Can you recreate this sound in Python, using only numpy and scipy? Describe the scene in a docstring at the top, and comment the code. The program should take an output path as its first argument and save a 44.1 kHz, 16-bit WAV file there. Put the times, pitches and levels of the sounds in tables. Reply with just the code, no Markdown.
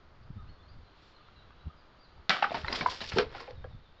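"""A blade slices through a water-filled plastic bottle on a post in a quiet garden.
After a few handling clicks and a swish, the wall cracks twice, rings and crumples. Air gulps in the
water, which slaps and spatters down, while the cut pieces knock about and thud on the lawn.
Fence and house send back a short echo. Underneath, far birds sing, trees murmur and a breeze bumps
the microphone."""
import sys
import numpy as np
from scipy import signal
from scipy.fft import rfft, irfft
from scipy.io import wavfile

SR = 44100
rng = np.random.default_rng(int(sys.argv[2]) if len(sys.argv) > 2 else 0)


def wav_out(sig):
    """Save sig, one row per channel (or a flat mono array), as 16-bit PCM at SR to the path in sys.argv[1]."""
    wavfile.write(sys.argv[1], SR, np.round(np.clip(np.atleast_2d(sig).T, -1, 1) * 32767).astype(np.int16))


N = 176400
TIME = np.arange(N) / SR
SHORT = np.arange(SR // 2) / SR  # time axis of a one-shot


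def from_db(db):
    """Decibels to gain."""
    return 10 ** (np.asarray(db) / 20)


def rms_one(x):
    """Scale to unit rms."""
    return x / np.sqrt(np.mean(x ** 2) + 1e-20)


def fader(points):
    """Gain ride through (t/s, level/dB) points."""
    return from_db(np.interp(TIME, *np.transpose(points)))


def placed(sounds):
    """Lay (t/s, sound) pairs on the timeline."""
    track = np.zeros(N + SR)
    for t, sound in sounds:
        start = max(int(t * SR), 0)
        track[start:start + len(sound)] += sound
    return track[:N]


def eq(x, points, size=4096):
    """Minimum-phase EQ through (f/Hz, level/dB) points."""
    hz, db = np.transpose(points)
    grid = np.maximum(np.arange(size // 2 + 1) * SR / size, 1)
    gain = from_db(np.interp(np.log(grid), np.log(hz), db))
    cepstrum = irfft(np.log(gain))
    cepstrum[1:size // 2] *= 2
    cepstrum[size // 2 + 1:] = 0
    impulse = irfft(np.exp(rfft(cepstrum)))
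    return signal.fftconvolve(x, impulse)[:len(x)]


def noise(points, size=N):
    """EQ-shaped noise of unit rms."""
    return rms_one(eq(rng.standard_normal(size), points))


def band_noise(low_hz, high_hz, order=2):
    """Half a second of band-passed noise of unit rms."""
    sos = signal.butter(order, [low_hz, min(high_hz, SR / 2 - 1)], "band", fs=SR, output="sos")
    return rms_one(signal.sosfilt(sos, rng.standard_normal(len(SHORT))))


def lowpass(x, hz):
    """Gentle treble roll-off."""
    return signal.sosfilt(signal.butter(2, hz, fs=SR, output="sos"), x)


def waver(cutoff_hz, size=N):
    """Smooth random modulation of unit rms."""
    return rms_one(lowpass(rng.standard_normal(size + SR // 10), cutoff_hz)[SR // 10:])


def envelope(t60, attack=0, hold=0):
    """Linear attack, hold and exponential decay, all in seconds."""
    rise = np.minimum((SHORT + 1 / SR) / (attack + 1 / SR), 1)
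    return rise * from_db(-60 * np.maximum(SHORT - attack - hold, 0) / t60)


def struck(modes, ratio=1, attack=0):
    """Modes ring out after one hit, alternating in polarity."""
    return sum(from_db(db) * envelope(t60, attack) * np.sin(2 * np.pi * hz * ratio * SHORT) * (-1) ** k
               for k, (hz, db, t60) in enumerate(modes))


def grains(per_s, spread_db, size=N):
    """Random clicks of uneven size."""
    hits = rng.random(size) < per_s / SR
    gains = from_db(spread_db * np.minimum(rng.exponential(1, size), 4))
    return hits * gains * rng.choice([-1, 1], size)


def reverb(x, t60):
    """Diffuse reflections from trees and boards, wet only."""
    onset = np.minimum(TIME[:SR] / 0.0017, 1)
    tail = rng.standard_normal(SR) * from_db(-60 * TIME[:SR] / t60) * onset
    return signal.fftconvolve(x, tail / np.sqrt(np.sum(tail ** 2)))[:N]


# tone of the tree murmur and of the rustle: f/Hz, level/dB
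MURMUR_EQ = [(20, -2), (80, -8), (180, -10.5), (400, -11), (800, -12), (1280, -10), (1700, -14.5),
             (2500, -21.5), (4400, -22), (5400, -27), (6700, -18.5), (9000, -51)]
RUSTLE_EQ = [(500, -21.5), (1500, -7.5), (3300, 1), (4400, -1), (5200, -15), (7500, -20), (12000, -53)]
# their fader rides: t/s, level/dB
MURMUR_RIDE = [(0, 0), (2.2, 0.5), (4, -2.5)]
RUSTLE_RIDE = [(0, -87), (.85, -70.5), (1.03, -61.5), (1.22, -65), (1.7, -73.5), (1.85, -69.5), (2.3, -69),
               (4, -70.5)]


def ambience():
    """The bed: a slowly sinking murmur of distant trees and a soft rustle."""
    murmur = from_db(-57.5) * fader(MURMUR_RIDE) * noise(MURMUR_EQ)
    return murmur + fader(RUSTLE_RIDE) * noise(RUSTLE_EQ)


def whistle(length, pitches):
    """One bird note slides through its pitches with a slight waver."""
    progress = np.minimum(SHORT / length, 1)
    hz = np.interp(progress, np.linspace(0, 1, len(pitches)), pitches)
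    hz *= 1 + 0.008 * band_noise(30, 200)
    return np.sin(np.pi * progress) * np.sin(2 * np.pi * np.cumsum(hz) / SR)


# far bird calls: t/s, length/s, start f/Hz, middle f/Hz, end f/Hz, level/dB
BIRD_CALLS = [(0.22, 0.028, 4180, 4750, 5200, -65), (0.347, 0.11, 3590, 3700, 3690, -61.5),
              (0.371, 0.062, 1340, 1244, 1190, -53), (0.469, 0.0365, 2390, 2860, 3200, -61.5),
              (0.474, 0.044, 4100, 4380, 4320, -57), (0.578, 0.057, 3350, 3520, 3550, -64),
              (0.625, 0.036, 4120, 4210, 4300, -60.5), (0.673, 0.046, 4340, 4660, 4960, -58.5),
              (0.85, 0.05, 4080, 4090, 4070, -64), (1.135, 0.046, 4260, 4230, 3940, -57),
              (1.196, 0.032, 1213, 1213, 1300, -54.5), (1.35, 0.066, 4100, 3960, 3560, -55),
              (1.594, 0.043, 3760, 3940, 4040, -59), (1.693, 0.024, 1143, 1245, 1270, -49),
              (1.76, 0.071, 4920, 4850, 4230, -64.5), (1.983, 0.088, 4690, 4735, 4230, -57.5),
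              (2.036, 0.049, 4300, 4030, 3880, -60.5), (3.547, 0.082, 3950, 3650, 3580, -60),
              (3.69, 0.074, 4050, 3620, 3410, -61.5), (3.825, 0.066, 4000, 3600, 3430, -62),
              (3.96, 0.048, 3400, 3770, 3900, -60.5)]


def birds(note_s=0.028):
    """Bent whistles linger among the trees; a farther bird's quick warble is heard only as reverb."""
    song = placed((t, from_db(db) * whistle(length, pitches)) for t, length, *pitches, db in BIRD_CALLS)
    warble = placed((t, whistle(note_s, rng.uniform(2500, 3650, 2)))
                    for t in np.arange(1.18, 1.74, note_s))
    short_tail = reverb(from_db(-3.5) * song + from_db(-63) * warble, t60=0.35)
    long_tail = from_db(-5) * reverb(song, t60=1.7)
    return song + short_tail + long_tail


# gusts on the microphone: t/s, level/dB
BREEZE_RIDE = [(0, -60), (.18, -57.5), (.33, -48), (.5, -45), (.57, -63.5), (.77, -46), (.88, -65.5),
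               (1.25, -69), (1.37, -56.5), (1.56, -63), (2.12, -65), (2.18, -53.5), (2.4, -75), (2.65, -47),
               (3.1, -53.5), (3.3, -46), (3.45, -64), (3.58, -43), (3.76, -49), (3.92, -62.5)]
# tone of their rumble: f/Hz, level/dB
BREEZE_EQ = [(20, 2.5), (45, 2), (75, 5), (130, -2.5), (220, -16.5), (400, -29.5), (1000, -76)]
# single buffets: peak t/s, level/dB, f/Hz, rise and fall time constant/s
EDDIES = [(0.306, -32.5, 126, 0.0049), (0.371, -34, 100, 0.0091), (1.673, -29, 76.4, .011),
          (2.645, -33, 76.4, 0.0084), (3.144, -27.5, 94, 0.0055), (3.752, -35.5, 108, 0.0054)]


def breeze(skew=0.34, grit=0.18):
    """Low rumble, and lopsided pressure bumps as eddies pass the microphone."""
    centre, bumps = SHORT.mean(), []
    from_peak = SHORT - centre
    for t, db, hz, width in EDDIES:
        phase = 2 * np.pi * hz * from_peak
        pressure = np.cos(phase) - skew * np.sin(2 * phase) + grit * band_noise(130, 230)
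        swell = np.exp(-np.abs(from_peak) / width)
        bumps.append((t - centre, -from_db(db) * swell * pressure))
    return fader(BREEZE_RIDE) * noise(BREEZE_EQ) + placed(bumps)


# clicks as the blade is handled: t/s, level/dB, f/Hz
BLADE_CLICKS = [(1.184, -49, 1390), (1.286, -43.5, 1370), (1.506, -41.5, 1200), (2.179, -45.5, 870)]
# swish as it is drawn: t/s, level/dB
SWISH_RIDE = [(.85, -120), (.97, -70), (1.03, -61), (1.12, -63), (1.3, -110)]
# tone of the swish: f/Hz, level/dB
SWISH_EQ = [(1500, -23), (4500, -6), (7500, -1), (11000, -26.5)]


def handling():
    """Blade foley before the stroke: woody clicks and a brief, bright swish."""
    clicks = []
    for t, db, hz in BLADE_CLICKS:
        click = np.sin(2 * np.pi * hz * SHORT) + from_db(-7) * band_noise(550, 2100)
        clicks.append((t, from_db(db) * envelope(t60=0.02) * click))
    return placed(clicks) + fader(SWISH_RIDE) * noise(SWISH_EQ)


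# fine spray coming down: t/s, level/dB
MIST_RIDE = [(2.28, -130), (2.33, -53), (2.50, -59), (2.61, -44), (2.70, -61), (2.76, -28), (2.84, -45),
             (2.91, -33), (2.98, -41.5), (3.08, -36.5), (3.20, -39.5), (3.28, -71), (3.42, -47),
             (3.65, -100)]


def mist(low_hz=3030, high_hz=8700):
    """Tiny drops patter brightly on the grass."""
    low_cut = signal.butter(2, low_hz, "high", fs=SR, output="sos")
    drops = signal.sosfilt(low_cut, grains(per_s=4900, spread_db=4.5))
    return fader(MIST_RIDE) * rms_one(lowpass(drops, high_hz))


# falling water: t/s, level/dB
SPATTER_RIDE = [(2.27, -130), (2.33, -61), (2.38, -49), (2.50, -44), (2.57, -38.5), (2.62, -50),
                (2.72, -33.5), (2.75, -32), (2.79, -37.5), (2.84, -49), (2.92, -40.5), (2.98, -48.5),
                (3.03, -45), (3.10, -50.5), (3.20, -28), (3.28, -56.5), (3.35, -43.5), (3.44, -48),
                (3.54, -60.5), (3.80, -70)]
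# tone of its drops: f/Hz, level/dB
DROP_EQ = [(50, -10.5), (140, -6.5), (400, 6.5), (700, 3), (1200, 3.5), (1800, 3.5), (3000, -1), (4500, -2),
           (8000, -8.5), (12000, -28)]


def spatter(bubbles_per_s=220, t60_cycles=44):
    """Dense drops hit grass and boards, with small ringing bubbles among them."""
    drops = rms_one(eq(grains(per_s=5600, spread_db=5), DROP_EQ))
    bubbles, pitches = 0, np.geomspace(700, 5000, 20)
    for hz in pitches:
        decay, angle = from_db(-60 * hz / (t60_cycles * SR)), 2 * np.pi * hz / SR
        triggers = grains(bubbles_per_s / len(pitches), spread_db=5.5) + 1e-18
        bubbles += signal.lfilter([0, np.sin(angle)], [1, -2 * decay * np.cos(angle), decay ** 2], triggers)
    return fader(SPATTER_RIDE) * (drops + from_db(-7) * rms_one(bubbles))


def clumped(water, depth_db=2.5):
    """Water falls in clumps: five bands each swell and ebb on their own."""
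    lows = [signal.sosfiltfilt(signal.butter(2, hz, fs=SR, output="sos"), water)
            for hz in np.geomspace(600, 4800, 4)]
    bands = np.diff(lows + [water], axis=0, prepend=0)
    return sum(band * from_db(depth_db * waver(cutoff_hz=35)) for band in bands)


# lumps of water landing: t/s, bass level/dB, mid level/dB, treble level/dB, t60/s
WATER_SLAPS = [(2.423, -55, -21.5, -39, 0.11), (2.441, -43, -33, -41.5, 0.13),
               (2.505, -36, -35, -54, 0.043), (2.542, -34.5, -33.5, -37, 0.19),
               (2.614, -47, -48.5, -36.5, 0.013), (2.7247, -27, -26, -27.5, 0.039),
               (2.807, -30, -37, -34.5, 0.21), (3.004, -52, -38.5, -35, 0.074),
               (3.013, -35.5, -34.5, -29.5, 0.062), (3.1186, -67, -28.5, -43.5, 0.07),
               (3.166, -30, -39, -38, 0.2), (3.3477, -63.5, -37.5, -52, 0.046),
               (3.4028, -70, -42, -38.5, 0.031), (3.506, -62, -48.5, -44, 0.021)]


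def slaps(edges_hz=(130, 800, 2600, 5600)):
    """Water slaps down in short three-band bursts, each with its own weight and brightness."""
    sounds = []
    for t, *levels, t60 in WATER_SLAPS:
        bands = zip(levels, edges_hz, edges_hz[1:])
        burst = sum(from_db(db) * band_noise(low, high) for db, low, high in bands)
        sounds.append((t, envelope(t60, attack=0.0023) * burst))
    return placed(sounds)


# air pockets in the water: t/s, f/Hz, level/dB, t60/s
AIR_POCKETS = [(2.4252, 813, -11, 0.02), (2.4257, 2690, -18.5, 0.0085), (2.4415, 793, -23.5, 0.13),
               (2.442, 1223, -15.5, 0.031), (2.4406, 1470, -11, 0.021), (2.5165, 677, -23, 0.032),
               (2.544, 906, -21.5, 0.053), (2.548, 692, -25, 0.068), (2.8595, 991, -10, 0.044),
               (2.8595, 1212, -27, 0.031), (2.860, 1525, -22.5, 0.024), (2.860, 2014, -29.5, 0.031),
               (3.403, 458, -44, 0.5), (3.482, 506, -36.5, 0.13), (3.506, 500, -33.5, 0.052),
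               (3.645, 509, -34.5, 0.068)]


def gulps(rise_per_s=0.93, flutter_rad=0.083):
    """Each air pocket rings briefly in froth, flutters and bends up a little in pitch."""
    glide = SHORT * (1 + rise_per_s * SHORT / 2)
    sounds = []
    for t, hz, db, t60 in AIR_POCKETS:
        phase = 2 * np.pi * hz * glide + flutter_rad * waver(cutoff_hz=200, size=len(SHORT))
        froth = from_db(-12) * band_noise(hz / np.sqrt(2), hz * np.sqrt(2))
        sounds.append((t, from_db(db) * envelope(t60, attack=0.0026) * (np.sin(phase) + froth)))
    return placed(sounds)


# cut pieces hitting post and ground: t/s, level/dB, low-pass f/Hz, pitch ratio
PIECE_HITS = [(2.646, -25.5, 1560, 0.98), (2.682, -25, 5194, 1.094), (2.81, -22.5, 2810, 1.2),
              (3.642, -36.5, 1360, 0.87)]
# ring of an emptied piece: f/Hz, level/dB, t60/s
PIECE_MODES = [(877, -6, 0.075), (1365, 1, 0.022), (1580, -6.5, 0.043), (1882, 4, 0.036),
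               (2400, -20, 0.012), (3300, -46, 0.036), (3700, 1, 0.045)]


def knocks():
    """A tick and the ring of thin plastic; size sets the pitch, and soft contacts are duller."""
    sounds = []
    for t, db, cutoff_hz, ratio in PIECE_HITS:
        tick = from_db(-17) * band_noise(350, 5000) * envelope(t60=0.015)
        sounds.append((t, from_db(db) * lowpass(struck(PIECE_MODES, ratio) + tick, cutoff_hz)))
    return placed(sounds)


# the lower half lands with water in it: t/s, thud level/dB, crunch level/dB
LANDING_HITS = [(3.160, -26.5, -43.5), (3.1845, -24, -18)]
# its hollow body: f/Hz, level/dB, t60/s
HOLLOW_MODES = [(185, -6, 0.056), (354, -8, 0.13), (422, 4, 0.16), (447.5, -1.5, 0.2), (487.4, 6, 0.12),
                (517, -3.5, 0.19)]
# tone of its crunch: f/Hz, level/dB
CRUNCH_EQ = [(50, -35.5), (160, 0.5), (280, -11), (470, -31), (620, -2), (1050, -1.5), (1550, 1.5),
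             (1900, -12.5), (2600, -4), (3500, -8.5), (4200, -7.5), (8000, -29), (12000, -32.5)]


def landing(pitch_ratios=(0.906, 1)):
    """The heavy half touches, then hits fully, stiffer and higher: hollow thud, snap and crunch."""
    sounds = []
    for (t, thud_db, crunch_db), ratio in zip(LANDING_HITS, pitch_ratios):
        thud = struck(HOLLOW_MODES, ratio, attack=0.0042)
        crunch = noise(CRUNCH_EQ, size=len(SHORT)) * envelope(t60=0.092)
        snap = from_db(4.5) * band_noise(190, 6000) * envelope(t60=0.016)
        sounds.append((t, from_db(thud_db) * thud + from_db(crunch_db) * (crunch + snap)))
    return placed(sounds)


# pops of the thin wall, and the bright crack of one water slap: t/s, level/dB, f/Hz, t60/s
PITCHED_BURSTS = [(2.3135, -21, 1600, .025), (2.322, -25, 3100, .05), (2.3425, -23, 1300, .035),
                  (2.3625, -22, 1100, .025), (2.3685, -23, 1100, .02), (2.388, -31, 1270, .04),
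                  (2.7275, -19, 4950, .025), (3.349, -32.5, 810, .06), (3.381, -39, 1400, .035),
                  (3.404, -37, 1080, .035), (3.477, -40, 820, .16)]


def pops(q=3.1):
    """Short pitched bursts, narrow noise over a sine: the wall buckling, and one water slap's crack."""
    spread, sounds = np.exp(0.5 / q), []
    for t, db, hz, t60 in PITCHED_BURSTS:
        burst = band_noise(hz / spread, hz * spread) / 2
        ring = from_db(-2) * np.sin(2 * np.pi * hz * SHORT)
        sounds.append((t, from_db(db) * envelope(t60, attack=0.0014) * (burst + ring)))
    return placed(sounds)


# the blade breaks in and out of the wall: t/s, level/dB, hold/s, centre f/Hz
WALL_CRACKS = [(2.2945, -14.5, 0.0024, 3600), (2.3027, -15, 0.0035, 1850)]
# tone of the crumpling plastic: f/Hz, level/dB
CRUMPLE_EQ = [(60, -50.5), (160, -9.5), (400, -14.5), (600, -6), (760, -2), (980, -14.5), (1450, 2),
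              (2200, -7.5), (2700, -8), (3200, -4), (5000, -11.5), (8000, -13), (12000, -51)]
# ring of the full bottle: f/Hz, level/dB, t60/s
BOTTLE_MODES = [(750, -33, 0.41), (1310, -29.5, 0.36), (1530, -35, 0.3), (1740, -42.5, 0.074),
                (2007, -22.5, .14), (2280, -26, 0.19), (3300, -50, 0.19), (3796, -43, 0.16)]


def cut(q=1.6):
    """Two cracks: the edge bites the taut wall and crumples it going in, and rings it coming out."""
    spread, cracks = np.exp(0.5 / q), []
    for t, db, hold, hz in WALL_CRACKS:
        burst = band_noise(hz / spread, hz * spread, order=1)
        cracks.append((t, from_db(db) * burst * envelope(t60=0.011, hold=hold)))
    crackle = rms_one(eq(grains(per_s=3100, spread_db=2.3, size=len(SHORT)), CRUMPLE_EQ))
    crumple = from_db(-20) * crackle * envelope(t60=0.32, attack=0.0031)
    bite = from_db(-2) * envelope(t60=0.002) * np.sin(2 * np.pi * 3700 * SHORT)
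    entry_s, exit_s = WALL_CRACKS[0][0], WALL_CRACKS[1][0]
    return placed(cracks + [(entry_s, bite + crumple), (exit_s, struck(BOTTLE_MODES))])


# slapback from fence and house: delay t/s, level/dB
SLAPBACK = [(0.018, -25), (.024, -17), (.058, -37.5)]


def garden(x):
    """Direct sound, a few dull echoes and a short scattered tail."""
    echoes = sum(from_db(db) * np.interp(TIME - delay, TIME, x, left=0) for delay, db in SLAPBACK)
    tail = from_db(-14) * reverb(x, t60=0.26)
    return x + lowpass(echoes + tail, hz=3500)


def scene():
    """Mono mix: the bottle and its water over the garden bed."""
    water = clumped(spatter() + mist())
    bottle = cut() + pops() + gulps() + slaps() + knocks() + landing() + water
    bed = ambience() + birds() + breeze()
    return (garden(bottle + handling()) + bed)[None]


# microphone response: f/Hz, level/dB
MIC_EQ = [(20, 1), (4800, -6), (5550, -10.5), (6100, -21.5), (7200, -24.5), (8000, -35.5), (9000, -21)]


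def record(dry):
    """A small microphone with a weak top, then a steep high cut, 60 dB down at 9300 Hz."""
    high_cut = signal.cheby2(12, 60, 9300, fs=SR, output="sos")
    return signal.sosfilt(high_cut, eq(dry[0], MIC_EQ))[None]


dry = scene()
out = record(dry)
wav_out(out)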